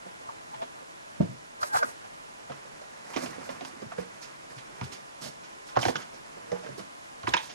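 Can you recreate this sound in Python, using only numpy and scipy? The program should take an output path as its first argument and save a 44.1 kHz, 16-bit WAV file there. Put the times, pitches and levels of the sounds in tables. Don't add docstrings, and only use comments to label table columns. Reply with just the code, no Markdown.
import sys
import numpy as np
from scipy import signal
from scipy.fft import rfft, irfft, next_fast_len
from scipy.io import wavfile
from scipy.ndimage import uniform_filter1d

SR = 44100
rng = np.random.default_rng(int(sys.argv[2]) if len(sys.argv) > 2 else 0)


def gain_from_db(level_db):
    decades = np.asarray(level_db, float) / 20
    return 10 ** decades


def generate_wav(signal):
    frames = np.transpose(np.atleast_2d(signal))
    scaled = np.clip(frames, -1, 1) * 32767
    pcm = np.round(scaled).astype(np.int16)
    wavfile.write(sys.argv[1], SR, pcm)


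N = 332514
T = np.arange(N) / SR


def unit(x):
    return x / np.sqrt(np.mean(x ** 2))


def band(x, lo_hz, hi_hz, order=2):
    return signal.sosfilt(signal.butter(order, [lo_hz, hi_hz], "band", fs=SR, output="sos"), x)


def low(x, hz):
    return signal.sosfiltfilt(signal.ellip(8, .2, 40, hz, fs=SR, output="sos"), x)


def walk(rate_hz):
    hold = int(SR / rate_hz)
    levels = rng.standard_normal(N // hold + 1)
    return uniform_filter1d(np.repeat(levels, hold), hold)[:N]


def add(out, start_s, x, peak_db):
    i = int(start_s * SR)
    x = x[:N - i]
    out[i:i + len(x)] += gain_from_db(peak_db) * x / np.max(np.abs(x))


def blow(hz, width, t60_s, rise_s, rough, size, snap=0.):
    t = np.arange(size) / SR
    attack = 1 - np.exp(-t / rise_s)
    decay = np.exp(-np.log(1000) * t / max(t60_s, .01))
    envelope = attack * decay * (1 + snap * np.exp(-t / 0.0017))
    wobble = unit(band(rng.standard_normal(size), hz / (1 + width), hz * (1 + width)))
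    return envelope * (np.sin(2 * np.pi * hz * t) + rough * wobble)


def room_tone():
    # (relative, per Hz)
    hiss_spectrum = [(15, -45), (25, -7), (71, -10.5), (178, -2.5), (250, -2.5), (325, -2.5), (370, -4),
                     (494, -5.5), (548, -5), (609, -4), (1000, -4.5), (1300, -7), (1560, -8), (10800, -19),
                     (13000, -24.5)]
    # frequency_hz, level_db
    fan_lines = [
        (1018, -72),
        (180, -85),
    ]
    hz, db = np.transpose(hiss_spectrum)
    shape = gain_from_db(np.interp(np.log(np.fft.rfftfreq(N, 1 / SR) + 1), np.log(hz), db))
    waver = gain_from_db(.6 * walk(3))
    hiss = unit(irfft(rfft(rng.standard_normal(N)) * shape, N)) * gain_from_db(-54.5) * waver
    cavity = unit(band(rng.standard_normal(N), 4650, 7640)) * gain_from_db(-64.5)
    fan = sum(gain_from_db(db + 3.9 * walk(3.16)) * np.sin(2 * np.pi * f * T) for f, db in fan_lines)
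    return hiss + cavity + fan


def creaks():
    # start_s, length_s, pitch_hz, level_db
    frame_creaks = [
        (4.62, .42, 400, -60.5),
    ]
    out = np.zeros(N)
    for start_s, length_s, hz, db in frame_creaks:
        n = int(length_s * SR)
        friction = band(rng.standard_normal(n), 0.91 * hz, 1.05 * hz)
        add(out, start_s, friction * np.sqrt(np.hanning(n)), db + 9.0)
    return out


def motion():
    # start_s, cloth_db
    restlessness = [(0, -56), (.57, -60), (1.3, -61), (1.95, -58.5), (2.4, -56.5), (2.56, -53.5),
                    (3.0, -52.5), (3.36, -46.5), (3.63, -48.5), (3.95, -52), (4.2, -52), (4.45, -57.5),
                    (4.75, -52), (5.02, -58), (5.7, -59), (6.0, -53.5), (6.55, -51), (6.95, -61)]
    # start_s, length_s, level_db, brightness_db, mattress_weight_db
    fur_drags = [(3.256, 0.053, -48, -0.5, -4), (4.49, 0.036, -48.5, -4, -11), (1.303, 0.11, -70, -12, 8),
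                 (1.6, 0.076, -50.5, 5.5, -20), (1.721, 0.055, -49, 11, -5.5), (1.828, 0.07, -49.5, 2, -10),
                 (3.032, 0.13, -48, -3.5, -20), (3.153, 0.11, -40, -2.5, -12), (3.435, 0.093, -50.5, 0, -6),
                 (3.635, 0.048, -57.5, 8.5, -14), (3.967, 0.049, -46.5, -5.5, -26),
                 (4.206, 0.022, -60, 12, -18), (4.546, .05, -61.5, 8.5, 0), (4.825, .03, -61, 13, -15),
                 (4.913, 0.024, -49.5, 3.5, -4), (5.205, 0.08, -51, 7, 1), (5.659, 0.015, -53.5, 8, -9),
                 (5.8, 0.092, -53, 14.5, 6), (5.78, .015, -52, 11, 0), (5.943, 0.056, -45, -5, -7),
                 (6.635, 0.1, -51, -7, -1), (6.765, 0.025, -52, 4.5, 5), (7.267, 0.016, -57, 17.5, -4),
                 (7.346, 0.13, -62.5, 12, 1.5), (7.482, .05, -59, -2, -4)]
    attack_s, release_s = 0.018, 0.026
    t = T[::44]
    offsets_db = np.array([[0], [-8], [-10.5]])
    power = gain_from_db(np.interp(t, *np.transpose(restlessness)) + offsets_db) ** 2
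    for start_s, length_s, db, bright_db, weight_db in fur_drags:
        swell = np.clip((t - start_s) / attack_s, 0, 1)
        release = np.exp(-np.clip(t - start_s - length_s, 0, None) / release_s)
        levels = gain_from_db(db + np.array([[0], [bright_db], [weight_db]]))
        power = power + (levels * swell * release) ** 2
    return [np.interp(T, t, np.sqrt(p)) for p in power]


def rustle(close):
    body, bright, weight = motion()
    chance = rng.random((2, N))
    happens = chance[0] < 2500 / SR
    size = gain_from_db(1.6 * -np.log(chance[1] + 0.018))
    slips = happens * size * np.sign(rng.standard_normal(N))
    slips = (unit(slips) + 0.82 * rng.standard_normal(N)) * gain_from_db(2.6 * walk(40))
    cloth = unit(band(slips, 307, 2300)) * body * gain_from_db(-3.0)
    fibres = (1 - close) * unit(band(slips, 3200, 6000, order=1)) * bright * gain_from_db(-2.5)
    press = unit(band(rng.standard_normal(N), 110, 288)) * weight * gain_from_db(1.04 * walk(15))
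    skin = close * unit(band(slips, 3460, 10600)) * bright * gain_from_db(-4.5)
    return cloth + fibres + skin + press


def thumps():
    # start_s, peak_db, pitch_hz, t60_s
    body_drops = [(.539, -54, 131.5, 0.55), (1.202, -15.5, 180.4, 0.053), (1.221, -24, 180, 0.09),
                  (1.203, -32.5, 99, 0.16), (1.204, -29, 310, .05), (4.82, -38, 87, .15),
                  (7.3, -48, 72, .2), (3.73, -47, 340, 0.055), (3.766, -46, 250, .06),
                  (1.281, -37, 128, 0.27), (1.618, -50, 92, 0.085), (1.744, -41.5, 110, 0.15),
                  (2.04, -58, 183, 0.17), (3.49, -41, 257, 0.28), (3.859, -41, 126, 0.075),
                  (3.981, -33.5, 180.4, 0.16), (4.562, -45, 127, 0.12), (4.815, -30, 128, 0.11),
                  (6.514, -36.5, 181, 0.25), (3.983, -28.5, 486, 0.055), (6.519, -27.5, 486, 0.099),
                  (1.204, -28, 595, 0.04)]
    # start_s, peak_db, pitch_hz, padding_db
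    limb_shoves = [(.059, -52, 182, 9), (.618, -49, 251, 4.5), (0.807, -53, 260, 0),
                   (1.835, -48.5, 253, 8.5), (2.498, -44.5, 139, 10.5), (3.159, -34.5, 257, 8),
                   (3.221, -33.5, 245, -2), (3.379, -47, 267, 2), (3.613, -38.5, 263, -0.5),
                   (3.819, -42, 218, 5.5), (5.221, -48, 145, -12), (5.768, -29, 122, 4.5),
                   (5.855, -32, 121.5, 9.5), (5.883, -32.5, 251, 10.5), (5.95, -44, 154, 9.5),
                   (6.363, -51.5, 247, 10), (6.679, -55, 260, -4), (6.695, -43.5, 133, -3),
                   (6.792, -46, 190, 6.5), (7.236, -41.5, 102, 2), (7.276, -37, 123, 10.5),
                   (7.339, -54, 180, 25), (.28, -54, 121, -8)]
    drop_padding_db, shove_t60_s = -25, 0.16
    weights = [(s, db, hz, drop_padding_db, t60_s) for s, db, hz, t60_s in body_drops]
    weights += [(*row, shove_t60_s) for row in limb_shoves]
    out = np.zeros(N)
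    for start_s, db, hz, padding_db, t60_s in weights:
        mattress = blow(hz, 0.51, t60_s, min(0.0072, 0.07 * t60_s), 0.36, size=16000)
        add(out, start_s, mattress, db + 1.5)
        add(out, start_s, blow(75., .3, 1.1 * t60_s, .008, 1.5, size=16000), db - 22)
        padding = blow(341.5, 0.84, 0.54 * t60_s, 0.0016, 2.1, size=16000)
        add(out, start_s + 0.002944, padding, db + padding_db)
    return out


def ticks():
    # start_s, peak_db, pitch_hz, t60_s
    claw_ticks = [(3.1625, -30, 2100, 0.028), (3.1625, -34.5, 5200, .03), (3.331, -41, 1900, .03),
                  (3.981, -39, 1650, .03), (5.814, -31, 5600, .04), (5.8287, -23.5, 2800, .03),
                  (5.956, -27, 1500, 0.022), (6.666, -39, 1600, .03), (6.519, -36.5, 1970, 0.018),
                  (5.837, -26, 2200, .03), (5.852, -24, 1680, .03), (5.904, -33, 920, 0.028),
                  (5.964, -32, 2900, 0.027), (5.964, -35, 6000, .03), (7.29, -32, 3650, .025),
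                  (7.29, -36, 7200, .025), (7.338, -22.5, 5100, .03), (7.339, -31, 6300, 0.028),
                  (7.342, -18, 2620, .03), (7.359, -32, 2400, .02), (7.3745, -23.5, 3300, .03),
                  (7.367, -38, 9000, 0.018), (7.29, -42, 10500, .02), (7.383, -36, 2000, .03),
                  (1.299, -50, 7400, .03)]
    out = np.zeros(N)
    for start_s, db, hz, t60_s in claw_ticks:
        add(out, start_s, blow(hz, 0.13, t60_s, 0.0005, 1.13, size=2500), db)
    return out


def taps():
    # start_s, peak_db, pitch_hz, crack_db
    pats = [(.062, -50, 492, -13), (.292, -31.5, 900, -37), (.542, -39, 862, -4.5), (.625, -31, 666, -14),
            (.819, -47, 520, -17), (1.212, -36, 678, -20), (1.746, -26, 1400, -20), (1.737, -33, 1400, -14),
            (1.791, -32.5, 893, -12), (1.633, -35, 595, -15), (1.845, -31, 1300, -20),
            (1.616, -38, 1210, -20), (1.75, -20.5, 780, -33), (1.758, -21.5, 1400, -18),
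            (1.83, -17.5, 1450, -27), (2.498, -34, 707, -9.5), (2.519, -36, 1220, -5.5),
            (2.652, -45, 503, -15), (3.329, -41, 1050, -7), (3.383, -36.5, 475, -12),
            (3.491, -28.5, 560, -10), (3.5, -34, 1090, -10), (3.916, -33, 1230, -15),
            (3.921, -34.5, 724, -16), (3.984, -36, 526, -7), (4.812, -29, 960, -10),
            (5.764, -19, 1025, -14), (5.757, -36, 1500, -1), (5.77, -10.5, 746, -22),
            (5.771, -17, 1090, -20), (6.371, -46, 440, -15), (6.548, -36, 466, -18), (6.558, -34, 850, -15),
            (6.663, -36, 462, -9), (7.27, -26.5, 1950, -5), (7.274, -19.5, 975, -8.5),
            (7.342, -16, 990, -9), (5.773, -18, 590, -23)]
    # start_s, peak_db, pitch_hz, crack_db
    skids = [(.619, -43, 1090, 3.5), (1.214, -40, 460, -2.5), (1.632, -24, 1250, -9),
             (1.735, -38, 1410, -9), (1.782, -31, 1430, -7), (1.831, -23.5, 570, -26),
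             (2.015, -50, 1440, -18), (2.046, -44, 742, -14), (3.162, -26.5, 386, -3),
             (3.17, -25.5, 1122, -3), (3.259, -34.5, 687, -1), (3.609, -34.5, 710, -3),
             (3.819, -37.5, 520, -9), (5.79, -25, 1240, -14), (5.83, -26, 690, -1), (5.853, -17.5, 740, -7),
             (5.861, -26, 900, -5), (5.883, -19.5, 742, -7), (5.894, -30, 900, -4),
             (5.956, -24.5, 1500, -5.5), (6.517, -30, 555, -11), (6.634, -40, 614, -9),
             (6.688, -38, 580, -25), (6.781, -35, 394, -16), (6.793, -38.5, 500, -0.5),
             (7.232, -35, 1085, -6), (7.289, -32, 810, -2), (7.338, -18, 1070, -3),
             (7.3375, -17.5, 1640, -3), (7.3675, -21, 950, -3)]
    # start_s, peak_db, pitch_hz, crack_db, scratch_db
    swipes = [(0.212, -47.5, 503, -12, -7.5), (1.299, -62, 710, 5, -2), (1.615, -42, 1520, -20, 0),
              (1.771, -22.5, 1330, -18, -12), (1.766, -22, 740, -18, -14), (2.816, -40.5, 590, -22, -6.5),
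              (3.137, -37.5, 880, 0.5, -2.5), (3.226, -35, 480, -7, -9), (3.649, -32, 1025, -3, -6),
              (4.227, -45.5, 1360, 4, 6), (4.581, -48, 1720, 7.5, -4.5), (4.839, -45.5, 1190, 2, 0.5),
              (4.924, -49, 387, 8.5, 8.5), (5.22, -45.5, 1200, 0, 4), (5.239, -40.5, 610, -3, -3),
              (5.262, -39.5, 593, -4, 0), (5.44, -48, 1430, 0.5, 0.5), (5.689, -45, 1390, 0, -2.5),
              (5.82, -33, 1200, -5, -0.5), (6.018, -39, 1820, -3, -3), (6.138, -45.5, 530, -14, -2.5),
              (7.375, -36, 930, 1, -2), (7.499, -45.5, 711, 5, 4.5), (4.812, -31, 2000, -19, -9)]
    contacts = [(*row, -24.5, 0.065) for row in pats]
    contacts += [(*row, -9.5, 0.054) for row in skids]
    contacts += [(*row, 0.04) for row in swipes]
    out = np.zeros(N)
    for start_s, db, hz, crack_db, scratch_db, usual_t60_s in contacts:
        firmness = np.exp(-0.05 * (db + 33.5))
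        t60_s = usual_t60_s * firmness * (800 / hz) ** 0.13
        swipe = np.clip((scratch_db + 6) / 8, 0, 1)
        rise_s, snap = 0.0004 + 0.011 * swipe, 1.6 * (1 - swipe)
        early_s = start_s - .0005 - .008 * swipe
        ring = blow(hz, 0.18, t60_s, 0.00082, 0.77 * (hz / 1000), size=8000, snap=.5 * snap)
        knock = blow(1220.0, 0.43, 1.5 * t60_s, 0.0012, 6.5, size=8000)
        crack = blow(2500., 0.46, 2.24 * t60_s, rise_s, 5.8, size=8000, snap=snap)
        scratch = blow(5300., 0.28, 2.04 * t60_s, rise_s, 2.2, size=8000, snap=snap)
        add(out, start_s, ring, db - 2.5)
        add(out, start_s, knock, db - 10 + 0.38 * (crack_db + 14.5))
        add(out, early_s, crack, db + crack_db)
        add(out, early_s, scratch, db + scratch_db)
    return out


def reflections(x, t60_s, wet_db):
    t = np.arange(int(.4 * SR)) / SR
    tail = band(rng.standard_normal(len(t)), 270, 13800, order=1)
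    tail = tail * np.exp(-np.log(1000) * t / t60_s) * (1 - np.exp(-t / 0.0041))
    return x + gain_from_db(wet_db) * signal.fftconvolve(x, tail / np.sqrt(np.sum(tail ** 2)))[:N]


def ports(x, table, smear_s, least):
    size = next_fast_len(N + SR)
    hz, *cols = np.transpose(table)
    at = np.log(np.fft.rfftfreq(size, 1 / SR) + 1)
    db, phase, like = (np.interp(at, np.log(hz), c) for c in cols)
    like, gain = np.clip(like, 0, 1), gain_from_db(db)
    n = int(8 * smear_s * SR)
    scatter = rng.standard_normal(n) * np.exp(-np.arange(n) / (smear_s * SR))
    scatter = np.exp(1j * np.angle(rfft(scatter, size)))
    left = gain * (like * np.exp(1j * phase) + np.sqrt(1 - like ** 2) * scatter)
    usual = np.sqrt(1 + gain ** 2 + 2 * gain * like * np.cos(phase))
    total = np.clip(np.abs(1 + left), least * usual, usual / least) * np.exp(1j * np.angle(1 + left))
    pair = np.array([left, np.ones_like(left)])
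    return irfft(2 * rfft(x, size) / total * pair, size)[:, :N]


def scene():
    # time_s, front_share (0-1, bed in front; the rest is fingers behind)
    front_share = [
        (0, .2),
        (1.1, .2),
        (1.15, 1),
        (1.5, 1),
        (1.55, 0),
        (2.3, 0),
        (2.4, .9),
        (7.54, .9),
    ]
    # frequency_hz, left_minus_right_db, left_phase_rad, likeness (0-1)
    bed_ports = [(30, 3, -2., .6), (70, 8, -1.1, .98), (125, 5, -1., .99), (185, 1.5, -1.1, .99),
                 (270, -8, -1.6, .85), (380, -10, -3.6, .75), (550, -6, -4., .9), (1100, -4, -4.3, .85),
                 (2100, -5, -4.9, .75), (4200, -8, -5.2, .6), (6000, -10, -5.3, .55), (8000, -8, -5.8, .4)]
    room_ports = [(70.5, 0, -18, .5), (127.3, -5, -2.5, 1), (185, 3, -1.5, 0.39), (264, -4, -1, 1),
                  (380, 2, -3, 0.71), (540, 0.5, -3, 0.87), (1520, 0.5, -3, 0.83), (2180, -1.5, -3.5, 0.8),
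                  (3080, -3.5, -3, 0.56), (4200, -6.5, -2.5, .35), (5900, -9.5, -0.5, .1),
                  (8050, -9, -56, 0.14)]
    hand_ports = [(70, 0, .5, .7), (270, -2, -2., .3), (550, -1, -3.5, .9), (1100, 0, -3.5, .88),
                  (2100, -3, -3.6, .55), (4200, -6, -4.2, .3), (6000, -10, -4.4, .35), (8000, -7, -4.4, .2)]
    front = np.clip(np.interp(T, *np.transpose(front_share)), 0, 1)
    mic_high_pass = signal.butter(3, 57.5, "high", fs=SR, output="sos")
    hits = low(taps(), 7030) + ticks() + signal.sosfilt(mic_high_pass, thumps())
    rubbing = rustle(1 - front) + creaks()
    bed = reflections(hits * front, 0.35, -12.5) + rubbing * front
    hand = reflections(hits * (1 - front), 0.39, -28.0) + rubbing * (1 - front)
    heard = ports(bed, bed_ports, 0.0079, 0.79) + ports(hand, hand_ports, 0.0053, 0.65)
    return heard + ports(room_tone(), room_ports, 0.094, 0.99)


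def low_pass(x):
    return signal.sosfilt(signal.butter(12, 13350, fs=SR, output="sos"), x)


def record(dry):
    left_tops = (9350, 10300, 11400)
    right_tops = (11760, 12450, 13250)
    busy = uniform_filter1d(band(dry[1], 8000, 11500) ** 2, 1500)
    out = []
    for x, tops, steps_db in ((dry[0], left_tops, (10., 11.5)), (dry[1], right_tops, (3.5, 11.))):
        layers = [low(x, hz) for hz in tops]
        y = layers[0]
        for below, above, db in zip(layers, layers[1:], steps_db):
            is_open = busy > np.median(busy) * gain_from_db(db) ** 2
            gate = uniform_filter1d(1. * is_open, size=400)
            y = y + gate * (above - below)
        out.append(y)
    return low_pass(np.array(out))


dry = scene()
out = record(dry)
generate_wav(out)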